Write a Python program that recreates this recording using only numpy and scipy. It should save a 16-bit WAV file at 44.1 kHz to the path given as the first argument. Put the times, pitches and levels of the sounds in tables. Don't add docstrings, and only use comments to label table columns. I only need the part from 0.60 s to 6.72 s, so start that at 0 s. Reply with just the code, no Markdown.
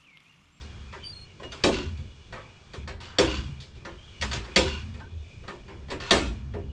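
import sys
import numpy as np
from scipy import signal
from scipy.fft import rfft, irfft
from scipy.io import wavfile
from scipy.ndimage import uniform_filter1d

SR = 44100
rng = np.random.default_rng(int(sys.argv[2]) if len(sys.argv) > 2 else 0)


def materialize(psi):
    bounded = np.clip(np.atleast_2d(psi).T, -1, 1)
    quanta = np.round(bounded * 32767).astype(np.int16)
    wavfile.write(sys.argv[1], SR, quanta)


N = 269874
SHORT_N = N // 8

# t/s, clink level/dB, clank level/dB, frame thud level/dB, ring length (factor)
KNOCKS = [(0.0094, -42, -64, -46.5, 0.83), (0.3265, -45, -34.5, -37, 0.61), (0.7976, -48.5, -39, -35, 0.73),
          (0.8316, -43, -38.5, -34.5, 0.33), (0.9198, -34, -38, -38.5, 0.74),
          (1.038, -12.5, -20, -12.5, 0.71), (1.3745, -49, -54, -51, 0.77), (1.725, -42.5, -33.5, -39, 0.87),
          (2.1349, -39.5, -39.5, -35.5, 0.53), (2.2758, -36.5, -34, -38.5, 0.62),
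          (2.4035, -41, -41.5, -46.5, 1), (2.5854, -11, -18, -10, 0.67), (3.002, -40, -62, -49, 0.66),
          (3.153, -52, -61, -48, 0.71), (3.2498, -41, -34, -35.5, 0.7), (3.6126, -26, -39, -45, 0.29),
          (3.6222, -22.5, -24.5, -35, 0.67), (3.7133, -28.5, -30.5, -64, 0.97),
          (3.7309, -24, -32, -32.5, 0.57), (3.8441, -44.5, -43, -53, 0.94), (3.8775, -59, -45, -38.5, 0.44),
          (3.9609, -10, -18.5, -13, 0.69), (4.3399, -48, -52, -44.5, 1), (4.399, -52, -42.5, -46, 0.44),
          (4.835, -58, -46, -48, 0.52), (4.879, -39, -31, -33.5, 0.68), (5.08, -52, -42.5, -39, 1),
          (5.284, -48.5, -41.5, -41, 0.68), (5.303, -33.5, -35.5, -31, 0.52),
          (5.3155, -34, -29.5, -29.5, 0.51), (5.4012, -35.5, -33.5, -37.5, 0.95),
          (5.5086, -8.5, -14.5, -12.5, 0.8), (5.938, -50.5, -40, -26, 0.72)]
PART_HZ = [3500, 7500, 1300, 450]
PART_RISES_S = [.0012, .002, .003, .014]
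# f/Hz, level/dB, time to fall 60 dB/s (held within 0.05 to 0.6 s in use)
STEEL_MODES = [(201, 7, 0.098), (335, -11, 1.4), (397, -1, 0.58), (545.4, 2.5, 0.13), (948, -13.5, 2.6),
               (1233, -7.5, 0.28), (1527, -9.5, 0.16), (1788, -7.5, 0.33), (1904, -0.5, 0.097),
               (2540, -37.5, 0.29), (2673, -17, 0.46), (3310, -16.5, 0.4), (3330, -3.5, 0.1),
               (3642, -2, 0.11), (3830, -41.5, 0.95), (4502, 4, 0.028), (4560, -9, 0.19),
               (4400, -17, 0.062), (5140, -26, 0.084), (5260, -16.5, 0.57), (514.2, 1, 0.41),
               (672, -0.5, 0.085)]
# f/Hz, level/dB per Hz
CLOSE_MODES = [(71, -35), (120, -16), (249, -12.5), (382, -1.5), (460, -8.5), (544, -8), (821, -16),
               (936, -12), (1110, -13.5), (1240, -17.5), (3330, -18.5), (7710, -23), (10400, -43.5),
               (13500, -63.5), (22000, -120)]
# f/Hz, time to fall 60 dB/s
CLOSE_MODES_T60 = [(150, 0.91), (420, 0.52), (1100, 0.43), (2900, 0.52), (7700, 0.43)]
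# t/s, length/s, rattle level/dB, level change by the end/dB,
# groan level/dB, groan pitch f/Hz
SHUDDERS = [(1.102, 0.26, -36.5, -36, -41.5, 2744), (2.418, 0.17, -49, -17, -54.5, 2930),
            (2.661, .28, -35.5, -39.5, -39.5, 2840), (3.751, 0.048, -38.5, -22, -66, 2740),
            (4.041, .21, -40, -18.5, -40.5, 2806), (5.407, 0.104, -46, 9, -51.5, 2660),
            (5.584, .16, -43, -23, -43.5, 2580)]
# f/Hz, level/dB per Hz
SHUDDER_COLOUR = [(350, -39), (600, -16.5), (730, -15), (1030, -4), (1820, -7.5), (3360, -4.5),
                  (3730, -5.5), (4480, -10), (7280, -16.5), (9500, -44), (12400, -80), (20900, -120)]
# multiple of the pitch (factor), level/dB
GROAN_PARTIALS = [(1, 2), (.53, -3.5), (.36, -6.5), (1.2, -9), (1.59, -6)]
# t/s, length/s, pitch f/Hz, level/dB
SQUEAKS = [(0.434, 0.095, 4660, -38), (0.517, 0.15, 4266, -45), (0.82, 0.11, 2860, -44.5)]
# t/s, length/s, pitch f/Hz, level/dB
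CREAKS = [(0.42, 0.062, 3090, -42.5), (2.844, .22, 134, -39), (3.37, 0.22, 3200, -55.5),
          (4.36, .16, 240, -54), (4.51, 0.18, 75.8, -34), (1.22, 0.27, 77, -33.5), (6.08, .08, 2900, -59),
          (4.399, 0.086, 1530, -48.5), (4.39, 0.07, 890, -51), (5.543, 0.11, 294, -30.5)]
# t/s, rub level/dB, scrape level/dB
RUB_LEVELS = [(0.0, -54.5, -55), (0.83, -59.5, -65), (1.06, -49.5, -49), (1.45, -59, -64.5),
              (2.23, -58.5, -61.5), (2.35, -82, -59.5), (2.62, -55, -48.5), (2.84, -51, -56.5),
              (3.07, -63.5, -64.5), (3.65, -54, -60.5), (3.82, -58.5, -51.5), (4.09, -46, -52.5),
              (4.46, -64.5, -64.5), (4.7, -58, -66.5), (5.32, -62, -62.5), (5.52, -60, -56),
              (5.74, -61.5, -59), (6.12, -66, -68.5)]
# f/Hz, width f/Hz, level/dB
RUB_BANDS = [(2420, 340, 1), (2900, 280, -0.5), (3320, 380, -2)]
# f/Hz, level/dB
HISS_COLOUR = [(2000, 11), (4200, 23.0), (6500, 19), (8500, 9), (9800, -4), (10600, -60.5)]
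# f/Hz, level/dB
SCRAPE_COLOUR = [(250, 12), (600, 16), (1000, 22.5), (1700, 20), (2600, 8), (5000, -59.5)]
# t/s, hold counted from the start/s, level/dB, centre f/Hz
BOOMS = [(-0.05, 0.36, -44, 68.3), (0.798, 0.13, -45.5, 67), (1.042, .1, -34.5, 68.5),
         (1.213, 0.19, -38.5, 80.2), (2.149, 0.2, -39.5, 74), (2.584, 0.24, -32, 66),
         (3.348, 0.038, -47.5, 63), (3.594, 0.18, -33, 65.2), (3.964, .1, -30.5, 68.7),
         (4.11, 0.22, -36.5, 82), (5.116, 0.41, -44, 67.6), (5.52, 0.21, -31, 63.3), (5.818, .3, -36, 77.6)]
# f/Hz, level/dB per Hz
SHAKE_COLOUR = [(12, -43.5), (20, -36), (49, 11), (65, 2.5), (81, 3), (140, 8.5), (167, -17.5), (200, 5.5),
                (260, -5), (440, -120)]
# f/Hz, level/dB per Hz
YARD_COLOUR = [(12, -5), (20, 4.5), (54, 10), (96, 12), (281, -8.5), (385, -3), (450, -8.5), (740, -18),
               (1190, -38), (1760, -38), (2400, -76.5), (2960, -25), (7020, -40.5), (9370, -78.5),
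               (10400, -109), (13500, -106), (22000, -120)]

TICK_DB = -12.5
SLIP_RISE_S, SLIP_FADE_DB = 0.024, -13.5
OCTAVE_DB = -21.5
WANDER, FLICKER_DB = .012, 2.5
HISS_DB, HISS_FOLLOWS, RUB_USUAL_DB = -62, 0.9, -56.5
BOOM_RISE_S, BOOM_FALL_DB_PER_S = 0.029, 89
REST_DB, REST_HZ = -57, 93
YARD_DB = -48.5
EDGE_HZ = 10400


def jack():
    out = np.zeros(N)
    for s, clink_db, clank_db, thud_db, ring in KNOCKS:
        parts_db = [clink_db, clink_db + TICK_DB, clank_db, thud_db]
        add(out, s - .001, knock(parts_db, ring))
    for s, length, rattle_db, fade_db, groan_db, hz in SHUDDERS:
        add(out, s, shudder(length, rattle_db, fade_db))
        for multiple, db in GROAN_PARTIALS:
            add(out, s, squeak(.04, length, multiple * hz, groan_db + db, fade_db))
    return out


def knock(parts_db, ring):
    t = np.arange(30000) / SR
    body = signal.oaconvolve(close_modes(t, ring) + gain_of(-2.0) * clear_modes(t, ring), contacts())
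    spectrum = rfft(body[:len(t)])
    pitch = np.log(np.fft.rfftfreq(len(t), 1 / SR) + 1)
    order = np.argsort(PART_HZ)
    weak = np.clip((-26 - max(parts_db)) / 15, 0, 1)
    out = np.zeros(len(t))
    for k, (db, rise_s, crack) in enumerate(zip(parts_db, PART_RISES_S, (1.3, 0.75, 0.54, 0.083))):
        share = np.interp(pitch, np.log(PART_HZ)[order], order == k)
        rise = 1 - np.exp(-t / (rise_s * (1 + 0.5 * weak)))
        burst = 1 + (1 - 0.72 * weak) * crack * np.exp(-t / 0.0085)
        part = irfft(spectrum * share, len(t)) * rise * burst
        loudest = np.sqrt(uniform_filter1d(part ** 2, 400).max())
        out += gain_of(db) * part / (2.16 * loudest)
    return out * np.clip(20 * (t[-1] - t), 0, 1)


def close_modes(t, ring):
    noise = coloured(rng.standard_normal(len(t)), CLOSE_MODES)
    hz, frames, z = signal.stft(noise, SR, nperseg=256)
    fall_db = -60 * frames / (ring * read(CLOSE_MODES_T60, hz)[:, None])
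    z = z * gain_of(fall_db + 1.99 * patches(z.shape, 3, 12))
    return evened(signal.istft(z, SR, nperseg=256)[1][:len(t)])


def clear_modes(t, ring):
    f, db, t60 = np.transpose(STEEL_MODES)[:, :, None]
    favour_db = 0.93 * rng.standard_normal(f.shape)
    fall_db = -60 * t / (ring * np.clip(t60, .05, .6))
    modes = gain_of(db + favour_db + fall_db) * np.sin(2 * np.pi * f * t)
    return evened(modes.sum(0))


def contacts():
    hits = np.zeros(2048)
    at = np.clip(.01 * SR * abs(rng.standard_normal(5)), 0, 2047).astype(int)
    hits[at] = 0.3 * np.sign(rng.standard_normal(5))
    hits[0] = 1
    return hits


def shudder(length, db, fade_db):
    t = np.arange(0, length, 1 / SR)
    grains = rng.standard_normal(SHORT_N) * gain_of(2.8 * drift(size=90, count=SHORT_N))
    shape = gain_of(db + fade_db * (t / length) ** 2) * signal.windows.tukey(len(t), .3)
    return shape * evened(coloured(grains, SHUDDER_COLOUR))[:len(t)]


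def squeaks_and_creaks():
    out = np.zeros(N)
    for s, length, hz, db in SQUEAKS:
        add(out, s, squeak(.008, length, hz, db, octave_db=OCTAVE_DB))
    for s, length, hz, db in CREAKS:
        add(out, s, squeak(.04, length, hz, db))
    return out


def squeak(blur, length, hz, db, fade_db=SLIP_FADE_DB, octave_db=None):
    t = np.arange(0, length, 1 / SR)
    width = 6 + blur * hz
    wander, flicker = (drift(size=700, count=SHORT_N)[:len(t)] for _ in range(2))
    hz = hz * (1 + .3 * blur * wander)
    db = db + FLICKER_DB * flicker
    tone = resonate(resonate(rng.standard_normal(len(t)), hz, width), hz, 2 * width)
    sound = tone / np.sqrt(uniform_filter1d(tone ** 2, 1500) + 1e-12)
    if octave_db is not None:
        octave = resonate(resonate(rng.standard_normal(len(t)), 2 * hz, 550), 2 * hz, 700)
        sound = sound + gain_of(octave_db) * evened(octave)
    shape = np.minimum(t / SLIP_RISE_S, 1) * gain_of(db + fade_db * (t / length) ** 2)
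    return shape * sound * signal.windows.tukey(len(t), .15)


def rubbing():
    s, rub_db, scrape_db = np.transpose(RUB_LEVELS)
    hiss_db = HISS_DB + HISS_FOLLOWS * (rub_db - RUB_USUAL_DB)
    sliding = rng.standard_normal(N)
    rub = np.zeros(N)
    for hz, width, db in RUB_BANDS:
        centre = hz * (1 + WANDER * drift(size=5000))
        band = resonate(resonate(sliding, centre, width), centre, width)
        rub += gain_of(db + FLICKER_DB * drift(size=2500)) * evened(band)
    hiss = coloured(rng.standard_normal(N), HISS_COLOUR)
    scrape = coloured(rng.standard_normal(N), SCRAPE_COLOUR)
    t = np.arange(N) / SR
    out = np.zeros(N)
    for db, sound in ((rub_db, rub), (hiss_db, hiss), (scrape_db, scrape)):
        out += gain_of(np.interp(t, s, db)) * evened(sound)
    return out


def truck():
    s, hold, db, hz = np.transpose(BOOMS)[:, :, None]
    since = np.arange(N) / SR - s
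    rise = np.clip(since / BOOM_RISE_S, 0, 1)
    fall_db = -BOOM_FALL_DB_PER_S * np.maximum(since - hold, 0)
    power = (rise * gain_of(db + fall_db)) ** 2
    rest = gain_of(REST_DB) ** 2
    total = power.sum(0) + rest
    centre = ((power * hz).sum(0) + rest * REST_HZ) / total
    shake = coloured(rng.standard_normal(N), SHAKE_COLOUR)
    panel = resonate(resonate(rng.standard_normal(N), centre, 15.3), centre, 20.5)
    panel = panel / np.sqrt(uniform_filter1d(panel ** 2, 2000) + 1e-9)
    return np.sqrt(total) * evened(panel + gain_of(-4.5) * evened(shake))


def yard():
    hz, _, z = signal.stft(rng.standard_normal(N), SR, nperseg=1024)
    z = z * gain_of(read(YARD_COLOUR, hz)[:, None] + 2.6 * patches(z.shape, 10, 8))
    return gain_of(YARD_DB) * evened(signal.istft(z, SR, nperseg=1024)[1][:N])


def gain_of(db):
    return 10 ** (np.asarray(db) / 20)


def evened(x):
    return x / np.sqrt(np.mean(x ** 2) + 1e-20)


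def read(points, hz):
    f, value = np.transpose(points)
    return np.interp(np.log(hz + 1), np.log(f + 1), value)


def add(mix, s, sound):
    part = mix[max(round(s * SR), 0):][:len(sound)]
    part += sound[:len(part)]


def coloured(x, spectrum):
    return irfft(rfft(x) * gain_of(read(spectrum, np.fft.rfftfreq(len(x), 1 / SR))), len(x))


def resonate(x, hz, width):
    turn = np.exp(2j * np.pi * np.cumsum(hz * np.ones(len(x))) / SR)
    r = np.exp(-np.pi * width / SR)
    smooth = signal.lfilter([1 - r], [1, -r], x / turn + 1e-18)
    return 2 * (turn * smooth).real


def drift(size, count=N):
    return evened(uniform_filter1d(uniform_filter1d(rng.standard_normal(count), size), size))


def patches(shape, bins, frames):
    chance = uniform_filter1d(rng.standard_normal(shape), bins, 0)
    return evened(uniform_filter1d(chance, frames, 1))


def scene():
    return (jack() + squeaks_and_creaks() + rubbing() + truck() + yard())[None]


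def record(dry):
    low_pass = signal.firwin(255, EDGE_HZ, window=("kaiser", 9), fs=SR)
    return signal.oaconvolve(dry, low_pass[None], "same")


dry = scene()
out = record(dry)
materialize(out)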